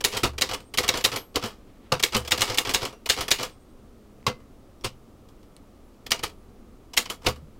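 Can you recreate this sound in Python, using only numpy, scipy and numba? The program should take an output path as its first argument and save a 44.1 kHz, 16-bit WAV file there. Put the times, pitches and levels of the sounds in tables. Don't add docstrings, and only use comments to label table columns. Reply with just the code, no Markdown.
import sys
import numpy as np
from scipy import signal
from scipy.fft import rfft, irfft
from scipy.io import wavfile
from scipy.ndimage import uniform_filter1d
from numba import njit

SR = 44100
rng = np.random.default_rng(int(sys.argv[2]) if len(sys.argv) > 2 else 0)


def inscribe(sig):
    pcm = np.round(np.clip(np.atleast_2d(sig).T, -1, 1) * 32767)
    wavfile.write(sys.argv[1], SR, pcm.astype(np.int16))


def to_linear_factor(level_db):
    exponent = np.asarray(level_db, float) / 20
    return 10 ** exponent


N = 334719
SPAN = 14000

# pitch_hz, level_db (per Hz)
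AIR_SPECTRUM = [(15, -1.5), (124, -14.5), (162, -21), (205, -12), (480, -20), (740, -27), (1650, -38.5),
                (14100, -50.5)]
AIR_DB, AIR_LOW_HZ = -49.5, 11
MURMUR_HZ, MURMUR_WIDTH_HZ, MURMUR_DB = 1228, 130, 5.5

# pitch_hz, width_hz, level_db
STRIKE_BARS = [(2270, 87, 2), (2430, 210, -6.5), (2913, 100, 4.5), (3230, 56, -10.5), (3812, 240, -2),
               (4130, 40, -9), (4940, 37, -10.5), (4948, 42, -5), (5665, 60, -4.5), (6045, 51, -4.5),
               (6646, 200, -1)]
THUD_BARS = [(1810, 210, -7), (2280, 63, -9.5), (2900, 380, 4), (3150, 77, 0.5), (3800, 150, -1.5),
             (4193, 71, -33), (4584, 45, -4.5), (4640, 31, 2.5), (5800, 110, -13.5)]
LINK_BARS = [(1666, 93, 3.5), (2500, 380, -1.5), (3030, 70, 8), (3350, 130, 6.5), (4910, 48, -7),
             (5580, 38, -22.5), (6200, 32, -18), (7000, 96, -18.5)]
FRAME_MODES = [(287, 24, -2), (348, 6.3, -17.5), (421, 28, -1), (509, 50, 5.5), (704.5, 92, -6.5),
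               (948, 77, -7.5), (1159, 270, -1.5), (1310, 37, -16)]
DESK_MODES = [(39.4, 22, -10), (72, 5.5, -11), (102, 5.2, -7.5), (121, 6.7, 9), (163.8, 17, 3),
              (211, 69, 4)]

# lever_start_s, lever_db, ribbon_lead_ms (before the strike), ribbon_db
PRESSES = [(0.0055, -31.5, 8.5, -18.5), (0.3802, -27.5, 9.6, -22.5), (0.7383, -30.5, 11.2, -21),
           (0.8418, -28.5, 10.9, -23.5), (1.007, -33.5, 8.6, -18.5), (1.9953, -27, 9.5, -23),
           (2.275, -29.5, 11.1, -24), (2.3754, -26, 11.5, -22), (2.5432, -28.5, 10.1, -24),
           (2.7061, -29, 9.7, -22), (3.058, -28, 9.2, -24), (3.28, -26, 8.2, -22.5), (6.0628, -35, 12, -27),
           (6.9337, -36.5, 8.3, -25)]
# start_s, ring_db, frame_db (re ring), slap_pitch_hz, rattle_t60_s
STRIKES = [(0.0481, -8.5, -20, 3970, 0.21), (0.4194, -10.5, -18, 4200, 0.17),
           (0.7845, -10, -15, 3800, 0.16), (0.8894, -9, -17.5, 3800, 0.14), (1.049, -6.5, -19, 3670, 0.15),
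           (2.0356, -7.5, -19.5, 3860, 0.17), (2.3193, -9, -18, 3230, 0.15),
           (2.4181, -9.5, -16, 4030, 0.23), (2.5838, -8.5, -21, 3520, 0.15),
           (2.7465, -8.5, -19, 3800, 0.18), (3.098, -7, -21.5, 4270, 0.18), (3.3142, -6.5, -23, 3870, 0.17),
           (6.118, -9.5, -21.5, 3140, 0.16), (6.9745, -7, -21.5, 3360, 0.15)]
STRIKE_FIZZ_DB = -13
# delay_ms, level_db
SLUG_BOUNCES = [(1.9, -1), (3.5, -5), (5.6, -11)]
# bar_lands_s, release_db, pawl_db, carriage_step_db, landing_db (-90: the carriage stays)
RETURNS = [(0.168, -33, -30, -30.5, -23.5), (0.5329, -30, -37.5, -28, -29),
           (0.9719, -36.5, -27, -32.5, -27), (1.1595, -30.5, -30, -32.5, -26),
           (1.458, -42, -33, -29, -33.5), (2.165, -32.5, -30.5, -29, -21.5),
           (2.5197, -30, -33, -26.5, -45.5), (2.6928, -29, -33, -28.5, -24),
           (2.8508, -37.5, -31.5, -28.5, -27.5), (3.207, -33, -31, -31, -24.5),
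           (3.429, -31.5, -31, -32, -26), (6.234, -35.5, -90, -90, -23.5), (7.0991, -35, -93, -87, -27)]
RELEASE_LEAD_S, PAWL_LEAD_S, STEP_LEAD_S = .0435, .033, .021
# start_s, ring_db, frame_db (re ring), rattle_t60_s
SLACK = [(0.118, -38.5, -11, 0.065), (0.541, -27.5, -5.5, 0.025), (0.8296, -29, -1.3, 0.22),
         (1.3434, -47, 10, 0.11), (1.3527, -41, -7, 0.29), (2.3917, -30, -6, 0.25),
         (4.8382, -32.5, 1.5, 0.042), (4.8631, -40, -21.5, 0.16), (6.2274, -38, 5, .08),
         (7.0911, -45.5, 2, .08), (7.244, -43.5, 7.5, 0.11), (7.2575, -31, 2, 0.19)]
SLACK_FIZZ_DB, SLACK_RISE_MS = -9, 6.9
# start_s, ring_db, frame_db (re ring)
TICKS = [(0.333, -55, 8), (0.602, -46, -8), (2.2191, -51, -8.5), (2.2487, -39, -3), (2.9263, -49.5, 5),
         (3.4938, -50, -13), (4.401, -61.5, 6), (4.8106, -59.5, -9), (5.2861, -55.5, -3), (5.4286, -60, -1),
         (5.5643, -55.5, -25), (5.944, -66, -3), (6.296, -51.5, -5), (7.2178, -55, 3), (7.2316, -52.5, 1.1),
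         (7.3583, -51, 1.5)]
TICK_FIZZ_DB, TICK_RISE_MS, TICK_T60_S = -7, 1.8, 0.12
# frame_db (re ring), fizz_db (re ring), rise_ms, rattle_t60_s
LEVER, RIBBON = (-7, -8.5, 5.5, 0.06), (-11, -4, 4, 0.0664)
RELEASE, PAWL = (-5, -13, 3.5, 0.08), (-1.5, -12.5, 0.5, 0.2146)
STEP, LANDING = (-2.5, -10.5, -0.3, 0.2223), (-5.5, -6, 2.5, 0.1385)
# start_s, ring_db, fizz_db (re ring), rise_ms, rattle_t60_s
THUDS = [
    (0.2326, -19, -8.5, 6.8, 0.13),
    (1.9199, -16.5, -14, 3.5, 0.07),
    (1.936, -29.5, -9, 3.8, 0.14),
    (2.1472, -18.5, -12.5, 0.7, 0.095),
    (4.2651, -19.5, -14.5, 2.7, 0.12),
    (4.8444, -27, -5.5, 1.7, 0.1),
    (7.2635, -16.5, -13, 6.1, 0.063),
    (7.283, -28, -5, 1.3, 0.11),
]
THUD_FRAME_DB = -4.5
# start_s, ring_db, frame_db (re ring), fizz_db (re ring), rise_ms, rattle_t60_s
SHIFT = [
    (1.358, -21, -3.5, -7, 0.33, 0.11),
]
CLUMP_DB, CLUMP_SAMPLES = 2, 50

ROOM_T60_S, ROOM_DB, ROOM_TOP_HZ = 0.2, -26, 4000
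# start_s, peak_db, pitch_hz
THUMPS = [(0.228, -19.5, 121), (0.417, -30, 103), (0.836, -31, 45.8), (1.918, -20.5, 131.8),
          (2.149, -19, 119.7), (2.388, -29, 104.6), (4.265, -22, 129), (4.847, -30, 108),
          (7.09, -49, 126.5), (7.262, -17, 117.8)]
THUMP_T60_S = .14
STEP_THUMP_DB, STEP_THUMP_HZ, STEP_THUMP_LEAD_S = 0.3, 108, 0.028
# start_s, pitch_hz, peak_db, t60_s
KNOCKS = [(.234, 348, -20.5, 0.079), (.234, 1310, -18.5, 0.091), (.24, 72, -33.5, 0.99),
          (1.357, 292, -19, 0.088), (1.919, 515, -21, 0.1), (1.919, 1177, -13.5, 0.04),
          (2.149, 492, -30, 0.29), (2.149, 1072, -14.5, 0.033), (2.16, 72, -31.5, 0.66),
          (4.265, 497, -23.5, 0.15), (4.266, 1100, -12.5, 0.038), (4.846, 356, -25, 0.075),
          (7.264, 508.5, -22.5, 0.19), (7.264, 1273, -27, .11), (7.27, 72, -36.5, 0.94),
          (7.42, 150.2, -36.5, 0.21), (4.846, 220, -35, 0.19), (7.264, 217.2, -31, 0.28),
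          (1.44, 224.2, -24.5, 0.08), (.236, 223, -24, 0.13), (2.15, 219.4, -23.5, 0.18),
          (4.267, 228, -29, 0.17), (1.367, 483, -21, 0.11), (7.266, 337.6, -29, 0.17)]
# start_s, pitch_hz, peak_db, t60_s
RINGS = [(.972, 7400, -33, .07), (2.93, 5800, -58, .2), (2.93, 2750, -57, .25), (4.275, 2060, -36, .23),
         (4.811, 5600, -57, .08), (4.866, 5470, -38, .05), (4.867, 3800, -38, .06), (6.064, 3200, -46, .09),
         (6.12, 5900, -30, .12), (6.237, 5000, -35, .1), (6.24, 9400, -35, .045), (6.296, 3300, -54, .07)]
# start_s, pitch_hz, level_db (rms), t60_s
SINGING = [(.42, 8538, -63, 1.2), (.6, 8538, -72, 0.86), (1.01, 12468, -54, .4), (1.16, 8600, -69, .7),
           (1.162, 12468, -43, 0.26), (2.75, 8538, -80, .8), (3.455, 8538, -70.5, 1.4),
           (3.429, 3360, -77, 2.2)]
BEAT_HZ, BEAT_DEPTH = 12, .75
# start_s, peak_db, ring_pitch_hz
CLICKS = [(1.3578, -9, 4800), (1.3587, -10, 3600), (1.9233, -11, 4700), (2.1482, -15, 4700),
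          (4.204, -51, 2000), (4.212, -52, 2500), (4.2285, -41, 1000), (4.229, -46, 2100),
          (4.2435, -48, 2200), (4.2693, -12, 4800), (4.8112, -44, 5600), (4.8455, -20, 3800),
          (5.5655, -37, 8800), (5.5657, -38, 4200), (7.2655, -10, 2700)]
CLICK_WIDTH_HZ, CLICK_RING_DB = 500, 4
# time_s, level_db (rms)
RUSTLE = [(1.5, -93), (1.6, -71), (1.721, -66), (1.8, -73.5), (1.87, -59.5), (1.93, -66.5), (2., -90)]
# time_s, pitch_hz, level_db (rms)
WHINE = [
    [(5.82, 9600, -98), (5.85, 10100, -79.5), (5.885, 10900, -82), (5.95, 12000, -98)],
    [(6.29, 12500, -88), (6.33, 12000, -79), (6.37, 10900, -79), (6.41, 10500, -80), (6.45, 9800, -83.5),
     (6.51, 8600, -92)],
]
TOP_HZ = 15800


def band(x, lo_hz, hi_hz):
    return signal.sosfilt(signal.butter(3, [lo_hz, hi_hz], "bandpass", fs=SR, output="sos"), x)


def peak_level(x, db, count):
    return x * to_linear_factor(db) / np.sqrt(uniform_filter1d(x ** 2, count).max())


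@njit
def ring(push, pole, gain):
    out = np.zeros(len(push))
    for k in range(len(pole)):
        z = 0j
        for i in range(len(push)):
            z = z * pole[k] + push[i]
            out[i] += gain[k] * z.imag
    return out


def body(push, modes, chance, scatter_db, detune):
    hz, width, db = np.transpose(modes)
    hz = hz * (1 + detune * chance[0, :len(hz)])
    pole = np.exp((2j * np.pi * hz - np.pi * width) / SR)
    return ring(push + 1e-18, pole, to_linear_factor(db + scatter_db * chance[1, :len(hz)]) * width)


def flutter(rate_hz, depth_db):
    k = int(SR / rate_hz)
    steps = np.repeat(rng.standard_normal(N // k + 1), k)
    return to_linear_factor(depth_db * uniform_filter1d(steps, k)[:N])


def air():
    hz, db = np.transpose(AIR_SPECTRUM)
    f = np.maximum(np.arange(N // 2 + 1) * SR / N, 1)
    murmur = MURMUR_DB / (1 + ((f - MURMUR_HZ) / MURMUR_WIDTH_HZ) ** 4)
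    colour = rfft(rng.standard_normal(N)) * to_linear_factor(np.interp(np.log(f), np.log(hz), db) + murmur)
    colour = colour / (1 + (AIR_LOW_HZ / f) ** 6)
    low = 1 / (1 + (f / 900) ** 2)
    noise = irfft(colour * low, N) * flutter(6, 0.55) + irfft(colour * (1 - low), N)
    return noise * to_linear_factor(AIR_DB) / np.sqrt(np.mean(noise ** 2))


def links():
    rows = []
    for (s, lever_db, lead_ms, ribbon_db), strike in zip(PRESSES, STRIKES):
        rows += [(s, lever_db, *LEVER), (strike[0] - lead_ms / 1000, ribbon_db, *RIBBON)]
    for s, release_db, pawl_db, step_db, land_db in RETURNS:
        rows += [(s - RELEASE_LEAD_S, release_db, *RELEASE), (s - PAWL_LEAD_S, pawl_db, *PAWL),
                 (s - STEP_LEAD_S, step_db, *STEP), (s, land_db, *LANDING)]
    rows += [(s, db, frame_db, SLACK_FIZZ_DB, SLACK_RISE_MS, t60) for s, db, frame_db, t60 in SLACK]
    return rows + [(s, db, frame_db, TICK_FIZZ_DB, TICK_RISE_MS, TICK_T60_S) for s, db, frame_db in TICKS]


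def slug_slap(blow, pitch_hz, chance):
    slap = blow.copy()
    for (ms, db), c in zip(SLUG_BOUNCES, chance[0, 8:]):
        delay = int(ms * (1 + .12 * c) * SR / 1000)
        slap += to_linear_factor(db + 2.5 * c) * np.sign(c) * np.roll(blow, delay)
    modes = [(pitch_hz, 800, 0), (pitch_hz, 110, -9), (1.55 * pitch_hz, 1100, -4)]
    return body(slap, modes, chance, 0, 0)


def small_parts(chatter, blow, chance):
    modes = [(hz, 220, (8000 - hz) / 600) for hz in (8000, 9500, 11500, 13000)]
    notes = peak_level(body(chatter + blow, modes, chance, 5.0, .06), -8, count=88)
    hiss = signal.lfilter([1], [1, -1.36, .46], band(chatter + blow / 4, 6600, 16000))
    return notes + peak_level(hiss, 0, count=88)


def frame_and_desk(shove, chance, desk_db):
    frame = peak_level(body(shove, FRAME_MODES, chance[2], 3.0, .015), 0, count=350)
    frame = frame + peak_level(band(shove, 180, 1100), -4, count=350)
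    desk = peak_level(body(shove, DESK_MODES, chance[3], 4.7, 0.042), desk_db, count=1100)
    return peak_level(frame, 0, count=350) + desk


def contacts(table, bars, blow_db, grain_db, desk_db, frame_lag_ms, frame_slow, snap_db, slap_db=None):
    out, t = np.zeros(N + SPAN), np.arange(SPAN) / SR
    for s, ring_db, frame_db, fizz_db, shape, t60 in table:
        grains = rng.standard_normal((3, SPAN))
        grains = grains * to_linear_factor(grain_db * np.minimum(rng.exponential(size=SPAN), 3))
        clumps = np.repeat(rng.standard_normal(400), CLUMP_SAMPLES)
        grains = grains * to_linear_factor(CLUMP_DB * np.resize(clumps, SPAN))
        chance = rng.standard_normal((4, 2, 16))
        rise = (max(shape, .1) if slap_db is None else .3) / 1000
        age = np.maximum(t - rise, 0)
        fade = to_linear_factor(-60 * age / max(t60, .01))
        snap = 1 + to_linear_factor(snap_db) * to_linear_factor(-60 * age / 0.039)
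        rattle, chatter = grains[::2] * np.minimum(t / rise, 1) ** 0.32 * fade * snap
        blow = np.zeros(SPAN)
        blow[int(rise * SR / 2)] = to_linear_factor(blow_db)
        steel = peak_level(body(rattle + blow, bars, chance[0], 3.5, .015), 0, count=88)
        steel = steel + peak_level(band(rattle, 1600, 5380), 5, count=88)
        if slap_db is not None:
            steel = steel + peak_level(slug_slap(blow, shape, chance[1]), slap_db, count=88)
        fizz = small_parts(chatter, blow, chance[1])
        shove = grains[1] * np.minimum(t / (rise + frame_lag_ms / 1000), 1) * fade ** frame_slow
        hit = peak_level(steel, 0, count=88) + peak_level(fizz, fizz_db, count=88)
        hit = hit + to_linear_factor(frame_db) * frame_and_desk(shove, chance, desk_db)
        i = int(s * SR)
        out[i:i + SPAN] += to_linear_factor(ring_db) * hit
    return out[:N]


def room(x):
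    t = np.arange(SR) / SR
    tail = band(rng.standard_normal(SR), 35, ROOM_TOP_HZ) * to_linear_factor(-60 * t / ROOM_T60_S) * (t > .006)
    return to_linear_factor(ROOM_DB) * signal.fftconvolve(x, tail / np.sqrt(np.sum(tail ** 2)))[:N]


def thumps():
    steps = [(row[0] - STEP_THUMP_LEAD_S, row[3] + STEP_THUMP_DB, STEP_THUMP_HZ) for row in RETURNS]
    return knocks([(s, hz, db + .8, THUMP_T60_S) for s, db, hz in THUMPS + steps], rise_cycles=0.97)


def knocks(table, rise_cycles, rough_db=2.8):
    t, out = np.arange(N) / SR, np.zeros(N)
    for s, hz, db, t60 in table:
        age = np.maximum(t - s, 0)
        envelope = to_linear_factor(db - 60 * age / t60) * (1 - np.exp(-age * hz / rise_cycles))
        out += envelope * np.sin(2 * np.pi * hz * age) * flutter(hz / 4, rough_db)
    return out


def singing():
    t, out = np.arange(N) / SR, np.zeros(N)
    for s, hz, db, t60 in SINGING:
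        age = np.maximum(t - s, 0)
        tone = np.sqrt(2) * to_linear_factor(db - 60 * age / t60) * np.sin(2 * np.pi * hz * age)
        beat = 1 + BEAT_DEPTH * (8000 < hz < 9000) * np.cos(2 * np.pi * BEAT_HZ * age)
        out += tone * flutter(12, 2.5) * beat
    return out


def clicks():
    out, tick = np.zeros(N + SPAN), np.zeros(SPAN)
    tick[0] = 1
    for s, db, hz in CLICKS:
        rung = body(tick, [(hz, CLICK_WIDTH_HZ, 0)], np.zeros((2, 1)), 0, 0)
        dry_tick = band(tick, hz / 3, min(hz * 3, 13000))
        both = dry_tick / np.abs(dry_tick).max() + to_linear_factor(CLICK_RING_DB) * rung / np.abs(rung).max()
        i = int(s * SR)
        out[i:i + SPAN] += to_linear_factor(db) * both / np.abs(both).max()
    return out[:N]


def rustle():
    s, db = np.transpose(RUSTLE)
    patchy = uniform_filter1d(np.repeat(rng.standard_normal(N // 900 + 1), 900), 600)[:N]
    cloth = band(rng.standard_normal(N), 600, 3600) * to_linear_factor(3.0 * patchy)
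    return cloth / np.std(cloth) * to_linear_factor(np.interp(np.arange(N) / SR, s, db, -120, -120))


def lens():
    t, out = np.arange(N) / SR, np.zeros(N)
    for glide in WHINE:
        s, hz, db = np.transpose(glide)
        tone = np.sin(2 * np.pi * np.cumsum(np.interp(t, s, hz)) / SR)
        out += np.sqrt(2) * to_linear_factor(np.interp(t, s, db)) * tone * (t > s[0]) * (t < s[-1])
    return out


def scene():
    strikes = [(s, db, frame_db, STRIKE_FIZZ_DB, hz, t60) for s, db, frame_db, hz, t60 in STRIKES]
    thuds = [(s, db, THUD_FRAME_DB, *rest) for s, db, *rest in THUDS]
    machine = contacts(links(), LINK_BARS, blow_db=2.5, grain_db=3.0, desk_db=-18,
                       frame_lag_ms=2.1, frame_slow=0.99, snap_db=-2.5)
    machine += contacts(strikes, STRIKE_BARS, blow_db=28.5, grain_db=2.5, desk_db=-19.5,
                        frame_lag_ms=1.2, frame_slow=1.0, snap_db=7.0, slap_db=10.0)
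    machine += contacts(thuds, THUD_BARS, blow_db=3.5, grain_db=3.5, desk_db=-8.5,
                        frame_lag_ms=12, frame_slow=1.0, snap_db=-12.0)
    machine += contacts(SHIFT, THUD_BARS, blow_db=2, grain_db=3.5, desk_db=-15,
                        frame_lag_ms=7.1, frame_slow=1.0, snap_db=-3)
    machine += thumps() + knocks(KNOCKS, rise_cycles=0.73)
    machine += knocks(RINGS, rise_cycles=2.98, rough_db=2.5) + clicks()
    return (machine + room(machine) + singing() + lens() + rustle() + air())[None]


def roll_off(x):
    return signal.sosfilt(signal.butter(12, 16970, fs=SR, output="sos"), x)


def record(dry):
    held = dry / (1 + (np.abs(dry) / .57) ** 4) ** (1 / 4)
    held = signal.sosfilt(signal.ellip(10, .3, 60, TOP_HZ, fs=SR, output="sos"), held)
    return roll_off(held)


dry = scene()
out = record(dry)
inscribe(out)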